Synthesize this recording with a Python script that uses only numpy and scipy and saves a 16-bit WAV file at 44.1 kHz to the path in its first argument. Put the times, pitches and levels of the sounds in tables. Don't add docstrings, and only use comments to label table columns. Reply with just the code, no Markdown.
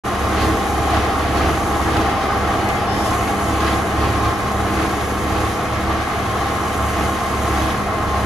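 import sys
import numpy as np
from scipy import signal
from scipy.fft import rfft, irfft
from scipy.io import wavfile

SR = 44100
rng = np.random.default_rng(int(sys.argv[2]) if len(sys.argv) > 2 else 0)


def output_pcm(signal):
    pcm = np.clip(np.atleast_2d(signal).T, -1, 1) * 32767
    wavfile.write(sys.argv[1], SR, np.round(pcm).astype(np.int16))


N = 363825
TIME = np.arange(N) / SR
FREQS = np.maximum(np.fft.rfftfreq(N, 1 / SR), 1)
PORTS = np.array([[1], [-1]])

# (crush time [s], shaft grip [dB], shaft crush [dB],
# shudder grip [dB], shudder crush [dB], gear grip [dB], gear crush [dB], paper crush [dB])
STROKE_LOADS = [(0.45, -2, 1, -8, 2, -14, 2, -1.5), (0.97, -1.5, 0, -6, 3, -14, -1, -1),
                (1.45, -3, 1, -10, -9, -17, 1, -1), (1.97, -2.5, -0.5, -16, -1, -11, 0, -0.5),
                (2.58, -4, -9, -15, 1, -16, -6.5, -7), (3.14, -13, -4, -2.5, 3, -7, -5.5, -4),
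                (3.70, -1, 0, 1, 2, -9, 0, -0.5), (4.23, 1, -2, 2.5, 5, -4, -2, -2.5),
                (4.81, -3, -4, 1, -3, -12, -2.5, -5), (5.38, -6, -3, -5, 3, -12, -2.5, -3),
                (5.93, -6, -2.5, -2, -4, -14, -2.5, -13), (6.47, -11, -6, -1, -4.5, -10, -9, -8),
                (7.03, -2.5, -2, -1, -13, -22, -4, -6), (7.61, -2.5, 0, -2, -4.5, -27, -2, -1),
                (8.18, -18, -1, -8, -3, -23, -7.5, -7)]
# (multiple of the shaft rate, level [dB])
SHAFT_PARTIALS = [(2, -13.5), (5, -9.5), (7, -12.5), (8, -13), (10, -21.5)]
# (frequency [Hz], level [dB])
HUM_PARTIALS = [(50, -24), (100, -7), (200, 0.5), (300, -19.5), (500, -7)]
# (time [s], rumble [dB], low panels [dB], high panels [dB], hum [dB])
SLOW_LEVELS = [(0, 0.5, 0.5, 0, 0.5), (1, 1.5, 2, 0.5, -1.5), (2.3, 1.5, 2, 1.5, 1.5),
               (3.3, 0.5, 1.5, -0.5, 0.5), (4.2, 0.5, 0.5, 1, -0.5), (5.1, 0.5, -0.5, -1, 2.5),
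               (6.2, -1.1, 0.5, 0.5, -1), (7.2, -0.5, 0.5, 0, 0.5), (8.2, -0.5, 1, -0.3, 0.5)]

# (frequency [Hz], width [Hz], level [dB])
PANEL_MODES = [(638.5, 56, -5), (700.5, 78, -2.5), (796, 105, -2), (927, 29, -9), (1125, 200, -3.5),
               (1217, 54, -6), (1311, 147, -7), (1530, 220, -13.5), (1674, 57, -11), (1874, 61, -13.5),
               (2070, 31, -12), (2955, 89, -22)]
WHIR_PANEL_MODES = [(777.5, 17, 2.5), (814, 29, 0)]
WHINE_PANEL_MODES = [(1065, 40, 0)]
CUTTER_BLOCK_MODES = [(2053, 55, 2.5), (2150, 90, 2), (2520, 140, -5.5), (3000, 130, -9.5)]

# (frequency [Hz], spectral level [dB])
RUMBLE_EQ = [(15, -50), (28, -30), (45, 4.5), (75, 3.5), (125, 3), (165, -0.5), (240, 3.5), (290, 5),
             (340, 4.5), (460, 4), (560, -4.5), (900, -8.5), (2000, -89)]
CRUNCH_EQ = [(500, -5.5), (1400, 3), (2000, 4), (2380, 0), (2550, 2), (2750, -1), (3050, 0), (3600, -3),
             (5000, -7.5), (6200, -11.5), (8000, -38), (14000, -42)]
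HISS_EQ = [(3000, -14), (5200, -9), (6400, 5), (7400, 2.5), (9000, 2.5), (10200, 0.5), (12200, -4),
           (14500, -2.5)]
BITE_EQ = [(500, -8), (1100, 4), (2500, 1), (2850, -2), (3250, 0), (3900, -5), (4400, 0), (4900, -8),
           (5500, -11), (8000, -24), (14000, -42)]
SNAP_EQ = [(2000, -12), (5000, -2), (6800, 0), (9000, -5), (14000, -11)]
CLACK_EQ = [(300, -12), (750, -1.5), (1250, 0), (1800, -5.5), (3000, -8), (4400, -11.5), (6000, -23),
            (14000, -50)]
THUMP_EQ = [(60, -14), (110, -1), (420, 0), (560, -9), (750, -4), (950, -11), (1170, -3), (1450, -13),
            (3000, -22), (8000, -50)]

# (time [s], level [dB])
WHIR_RIDE = [(0, -42), (0.6, -31), (0.95, -29), (1.25, -44), (2.0, -28), (2.65, -28.5), (3.0, -31.5),
             (3.4, -33), (4.2, -38), (5.0, -38), (6.0, -44), (8.2, -49)]
WHINE_RIDE = [(0, -31), (1.0, -35), (1.7, -37), (2.4, -33.5), (2.75, -39), (3.1, -27.5), (3.45, -36),
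              (3.7, -28), (3.88, -39), (4.07, -29), (4.35, -29), (4.6, -33.5), (5.8, -37), (6.6, -32),
              (7.1, -32), (7.6, -31), (7.85, -33), (8.0, -27.5), (8.25, -31)]
CRUNCH_RIDE = [(0, 0.7), (2.3, 0.5), (3.3, -0.5), (3.7, 1), (3.87, -1), (4.05, 0.5), (4.3, 0.5), (4.55, -2),
               (4.8, 0.5), (5.1, -1), (5.5, 0), (6.8, -0.5), (7.7, 0.5), (7.9, -2.5), (8.25, -0.5)]
HISS_RIDE = [(0, -0.5), (0.6, 3), (1.1, 0), (1.7, 2.5), (2.1, -0.5), (2.4, -2), (2.7, 0.5), (2.88, -3.5),
             (3.05, 3.5), (3.6, 2), (4.4, -0.5), (4.7, 1.5), (5.5, 1.5), (5.75, -2), (6.3, -0.5),
             (6.7, 2.5), (7.3, 1.5), (7.68, 2.5), (7.9, -3), (8.25, 0)]

# (time [s], half length [s], pitch [Hz], level [dB])
RUB_CUES = [(2.71, 0.085, 2085, -29.5), (2.71, 0.04, 2530, -35), (2.98, 0.08, 2050, -35),
            (3.28, 0.16, 2175, -35.5), (3.76, 0.07, 2120, -35.5), (4.36, 0.11, 2165, -37),
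            (5.95, 0.13, 2075, -35), (6.2, 0.1, 2100, -37), (6.55, 0.07, 2150, -34),
            (7.72, 0.07, 2060, -35.5)]
# (time [s], half length [s], level [dB])
BITE_CUES = [(0.417, 0.075, -32), (0.95, 0.05, -35.5), (1.41, 0.07, -31.5), (3.67, 0.1, -36.5),
             (4.05, 0.06, -35), (4.8, 0.08, -40), (5.38, 0.07, -43), (7.58, 0.1, -40)]
# (time [s], level [dB])
SNAP_CUES = [(0.571, -33), (0.818, -34), (2.237, -35), (2.688, -28.5), (3.605, -31), (4.045, -32),
             (4.517, -35), (5.820, -36)]
# (time [s], level [dB], ring pitch [Hz])
CLACK_CUES = [(0.9675, -18.5, 1130), (1.9665, -19.5, 1090), (2.098, -26, 1250), (2.228, -24.5, 1300),
              (2.696, -26, 2080), (3.276, -25, 2170), (3.604, -25, 1230), (4.007, -26, 1080),
              (4.895, -25, 1200), (5.008, -27, 1100), (5.365, -27, 1100), (6.481, -27, 1200)]
# (time [s], half length [s], level [dB])
THUMP_CUES = [(2.52, 0.04, -28), (4.07, 0.04, -26), (4.825, 0.045, -23.5), (7.03, 0.035, -25.5)]
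# (frequency [Hz], level [dB])
SQUEAK_PARTIALS = [(3485, -37), (4470, -47), (4947, -42.5), (5233, -36), (5665, -43.5)]

# (frequency [Hz], side minus mid [dB])
STEREO_WIDTH = [(60, -12), (200, -12), (380, -12.5), (560, -4), (720, -15.5), (950, -4), (1180, -14.5),
                (1600, -1.5), (1950, -7.5), (2250, 1), (2600, -6.5), (5000, -3)]
# (frequency [Hz], left minus right [dB])
STEREO_TILT = [(60, -1.5), (110, -2.5), (200, -1.5), (370, 0), (680, 0.9), (1240, 0), (2270, -1),
               (4150, 2.1), (7600, -1.5), (13900, 0.5)]

SHAFT_HZ = 17.91
# (idling [dB], share added by a full stroke [dB])
SHAFT_DB, UNEVEN_DB, SHUDDER_DB = (-34.5, -24.5), (-36.5, -35), (-38, -30)
GEAR_DB, HUM_DB, RUMBLE_DB = (-46, -27.5), (-32.5, -35.5), (-26.5, -27)
CABINET_DB, CRUNCH_DB, HISS_DB = (-23.5, -26), (-32.1, -32), (-37.5, -40.5)


def undb(db):
    return 10 ** (np.asarray(db) / 20)


def unit(x):
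    return x / np.sqrt(np.mean(x ** 2))


def curves(table):
    times, *columns = np.transpose(table)
    return [np.interp(TIME, times, column) for column in columns]


def response(points):
    hz, db = np.transpose(points)
    return undb(np.interp(np.log(FREQS), np.log(hz), db))


def resonances(modes):
    return np.sqrt(sum((undb(db) / (1 + (2 * (FREQS - hz) / width) ** 2)) ** 2
                       for hz, width, db in modes))


def shape(x, gain):
    return irfft(rfft(x) * gain, N)


def noise(gain):
    return shape(rng.standard_normal(N), gain)


def drift(rate_hz):
    return unit(noise(np.exp(-(FREQS / rate_hz) ** 2)))


def grains(per_s, spread_db, decay_s):
    hits = (rng.random(N) < per_s / SR) * undb(spread_db * np.clip(rng.standard_normal(N), -2, 2))
    energy = signal.lfilter([1], [1, -np.exp(-2 / (decay_s * SR))], hits ** 2 + 1e-12)
    return unit(np.sqrt(energy))


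def radiate(gain):
    mid = noise(gain)
    side = noise(gain * response(STEREO_WIDTH))
    return (mid + PORTS * side) / np.std(mid)


def swell(at_s, half_s):
    return np.exp(-((TIME - at_s) / half_s) ** 2)


def ping(hz, ring_s):
    t = np.arange(int(6 * ring_s * SR)) / SR
    return np.sin(2 * np.pi * hz * t) * np.exp(-t / ring_s)


def add(out, at_s, sound):
    part = out[..., int(at_s * SR):][..., :sound.shape[-1]]
    part += sound[..., :part.shape[-1]]


def loaded(levels_db, load):
    idle, full = undb(levels_db)
    return np.hypot(idle, full * load)


def stroke_loads(grip_lead_s, paper_grip_db):
    shaft = shake = gear = paper = 0
    for at_s, *levels_db in STROKE_LOADS:
        shaft_grip, shaft_crush, shake_grip, shake_crush, gear_grip, gear_crush, paper_crush = levels_db
        grip = swell(at_s - grip_lead_s, half_s=0.097)
        crush = swell(at_s, half_s=0.13)
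        jolt = swell(at_s, half_s=0.083)
        shaft += undb(shaft_grip) * grip + undb(shaft_crush) * crush
        shake += undb(shake_grip) * grip + undb(shake_crush) * jolt
        gear += undb(gear_grip) * grip + undb(gear_crush) * crush
        paper += undb(shaft_grip + paper_grip_db) * grip + undb(paper_crush) * crush
    return shaft, shake, gear, paper


def shaft_throb(turns, load):
    throb = np.sin(2 * np.pi * 4 * turns)
    uneven = 0
    for order, db in SHAFT_PARTIALS:
        gain = undb(db + 1.3 * drift(2.0))
        uneven += gain * np.sin(2 * np.pi * (order * turns + rng.random()) + 0.5 * drift(5.2))
    return unit(throb) * loaded(SHAFT_DB, load) + unit(uneven) * loaded(UNEVEN_DB, load)


def shaft_shudder(turns, load, order, lag_s):
    tone = np.sin(2 * np.pi * order * turns + 0.5 * drift(5.8))
    late_load = np.interp(TIME - lag_s, TIME, load)
    return unit(tone) * loaded(SHUDDER_DB, late_load)


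def gear_growl(turns, load, teeth):
    mesh = np.sin(2 * np.pi * teeth * turns + 0.1 * drift(4.3))
    return unit(mesh) * loaded(GEAR_DB, load)


def motor_hum(load, ride_db):
    buzz = 0
    for hz, db in HUM_PARTIALS:
        gain = undb(db + 1.45 * drift(3.1))
        buzz += gain * np.sin(2 * np.pi * (hz * TIME + rng.random()) + 0.19 * drift(3.8))
    return unit(buzz) * loaded(HUM_DB, load) * undb(ride_db)


def frame_rumble(turns, load, ride_db):
    pulse = 1 + 0.023 * np.cos(2 * np.pi * turns)
    return radiate(response(RUMBLE_EQ)) * pulse * loaded(RUMBLE_DB, load) * undb(ride_db)


def cabinet_ring(load, low_db, high_db, crossover_hz):
    ring = radiate(resonances(PANEL_MODES))
    lows = shape(ring, FREQS < crossover_hz)
    blend = lows * undb(low_db) + (ring - lows) * undb(high_db)
    rattle = grains(per_s=1400, spread_db=4, decay_s=0.017)
    return unit(blend) * rattle * loaded(CABINET_DB, load)


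def panel_song(modes, ride, load, load_db, evenness):
    ride_db, = curves(ride)
    ring = signal.hilbert(noise(resonances(modes)))
    note = ring.real / np.abs(ring) ** evenness
    return unit(note) * undb(ride_db + load_db * load)


def block_rub(idle_db, note_width_hz):
    ring = unit(noise(resonances(CUTTER_BLOCK_MODES))) * undb(idle_db)
    for at_s, half_s, hz, db in RUB_CUES:
        note = unit(noise(resonances([(hz, note_width_hz, 0)])))
        ring += note * undb(db) * swell(at_s, half_s)
    return ring * np.array([[1], [-0.3]])


def strip_hiss(load, left_lag_s, room_db):
    ride_db, = curves(HISS_RIDE)
    right = rng.standard_normal(N)
    left = shape(right, np.exp(-2j * np.pi * FREQS * left_lag_s))
    scrape = np.array([left, right]) * grains(per_s=1800, spread_db=7, decay_s=0.036)
    room = undb(room_db) * rng.standard_normal((2, N))
    return unit(shape(scrape + room, response(HISS_EQ))) * loaded(HISS_DB, load) * undb(ride_db)


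def chute_ripple(width_hz, depth_db):
    bumps = unit(noise(np.exp(-(FREQS * width_hz * N / SR ** 2) ** 2)))
    return undb(depth_db * np.minimum(bumps[:len(FREQS)], 1.2))


def cutting_crunch(load, places):
    ride_db, = curves(CRUNCH_RIDE)
    shares = np.array([undb(12 * drift(4)) for _ in range(places)])
    shares /= np.sqrt(np.sum(shares ** 2, axis=0))
    crunch = sum(share * radiate(response(CRUNCH_EQ) * chute_ripple(width_hz=35, depth_db=4.2))
                 for share in shares)
    crackle = grains(per_s=700, spread_db=1.5, decay_s=0.049)
    return crunch * crackle * loaded(CRUNCH_DB, load) * undb(ride_db)


def creases(load, count, low_hz, high_hz, full_load_db):
    pings = np.zeros((2, N))
    for when, pitch, size, position in rng.random((count, 4)):
        hz = low_hz * (high_hz / low_hz) ** pitch
        pan = 1 + PORTS * (2 * position - 1)
        add(pings, when * N / SR, ping(hz, ring_s=0.005) * size * low_hz / hz * pan)
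    return unit(pings) * undb(full_load_db) * load ** 2


def wad_bites():
    force = sum(undb(db) * swell(at_s, half_s) for at_s, half_s, db in BITE_CUES)
    crackle = grains(per_s=600, spread_db=4, decay_s=0.014)
    return radiate(response(BITE_EQ) * chute_ripple(width_hz=45, depth_db=4)) * force * crackle


def strip_snaps(decay_s):
    force = sum(undb(db) * (TIME > at_s) * np.exp(-np.abs(TIME - at_s) / decay_s)
                for at_s, db in SNAP_CUES)
    return unit(shape(rng.standard_normal((2, N)), response(SNAP_EQ))) * force


def cutter_clacks(attack_s, decay_s, ring_db):
    force, ring = np.zeros(N), np.zeros(N)
    for at_s, db, hz in CLACK_CUES:
        age = np.maximum(TIME - at_s, 0)
        force += undb(db) * (1 - np.exp(-age / attack_s)) * np.exp(-age / decay_s)
        add(ring, at_s, undb(db + ring_db) * ping(hz, ring_s=0.012))
    return radiate(response(CLACK_EQ)) * force + ring


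def frame_thumps():
    force = sum(undb(db) * swell(at_s, half_s) for at_s, half_s, db in THUMP_CUES)
    return radiate(response(THUMP_EQ)) * force


def paper_squeak(start_s, end_s, fade_s, roughness):
    tone = sum(undb(db + 1.5 * drift(60)) * np.sin(2 * np.pi * hz * TIME + roughness * drift(70))
               for hz, db in SQUEAK_PARTIALS)
    gate = np.clip(np.minimum(TIME - start_s, end_s - TIME) / fade_s, 0, 1)
    return tone * gate * np.array([[1], [-0.2]])


def scene():
    shaft_load, shudder_load, gear_load, paper_load = stroke_loads(grip_lead_s=0.21, paper_grip_db=-10)
    rumble_db, low_db, high_db, hum_db = curves(SLOW_LEVELS)
    turns = SHAFT_HZ * TIME + 0.0089 * drift(2.0)
    tones = (shaft_throb(turns, shaft_load)
             + shaft_shudder(turns, shudder_load, order=6, lag_s=0.033)
             + gear_growl(turns, gear_load, teeth=18)
             + motor_hum(gear_load, hum_db))
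    steel = (frame_rumble(turns, gear_load, rumble_db)
             + cabinet_ring(paper_load, low_db, high_db, crossover_hz=980)
             + panel_song(WHIR_PANEL_MODES, WHIR_RIDE, paper_load, load_db=1.0, evenness=0.28)
             + panel_song(WHINE_PANEL_MODES, WHINE_RIDE, paper_load, load_db=1.5, evenness=0.5)
             + block_rub(idle_db=-37, note_width_hz=55))
    paper = (strip_hiss(paper_load, left_lag_s=0.000179, room_db=-8.5)
             + cutting_crunch(paper_load, places=6)
             + creases(paper_load, count=2800, low_hz=1900, high_hz=4600, full_load_db=-37.5))
    spots = (wad_bites()
             + strip_snaps(decay_s=0.003)
             + cutter_clacks(attack_s=0.0006, decay_s=0.0095, ring_db=-3)
             + frame_thumps()
             + paper_squeak(start_s=2.85, end_s=3.14, fade_s=0.05, roughness=0.6))
    return tones + steel + paper + spots


def record(dry):
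    start_s, fade_s, top_hz = 0.036, 0.021, 14350
    tilted = shape(dry, response(STEREO_TILT) ** (PORTS / 2))
    fade_in = np.clip((TIME - start_s) / fade_s, 0, 1)
    high_cut = signal.ellip(10, 0.1, 80, top_hz, fs=SR, output="sos")
    return signal.sosfilt(high_cut, tilted * fade_in)


dry = scene()
out = record(dry)
output_pcm(out)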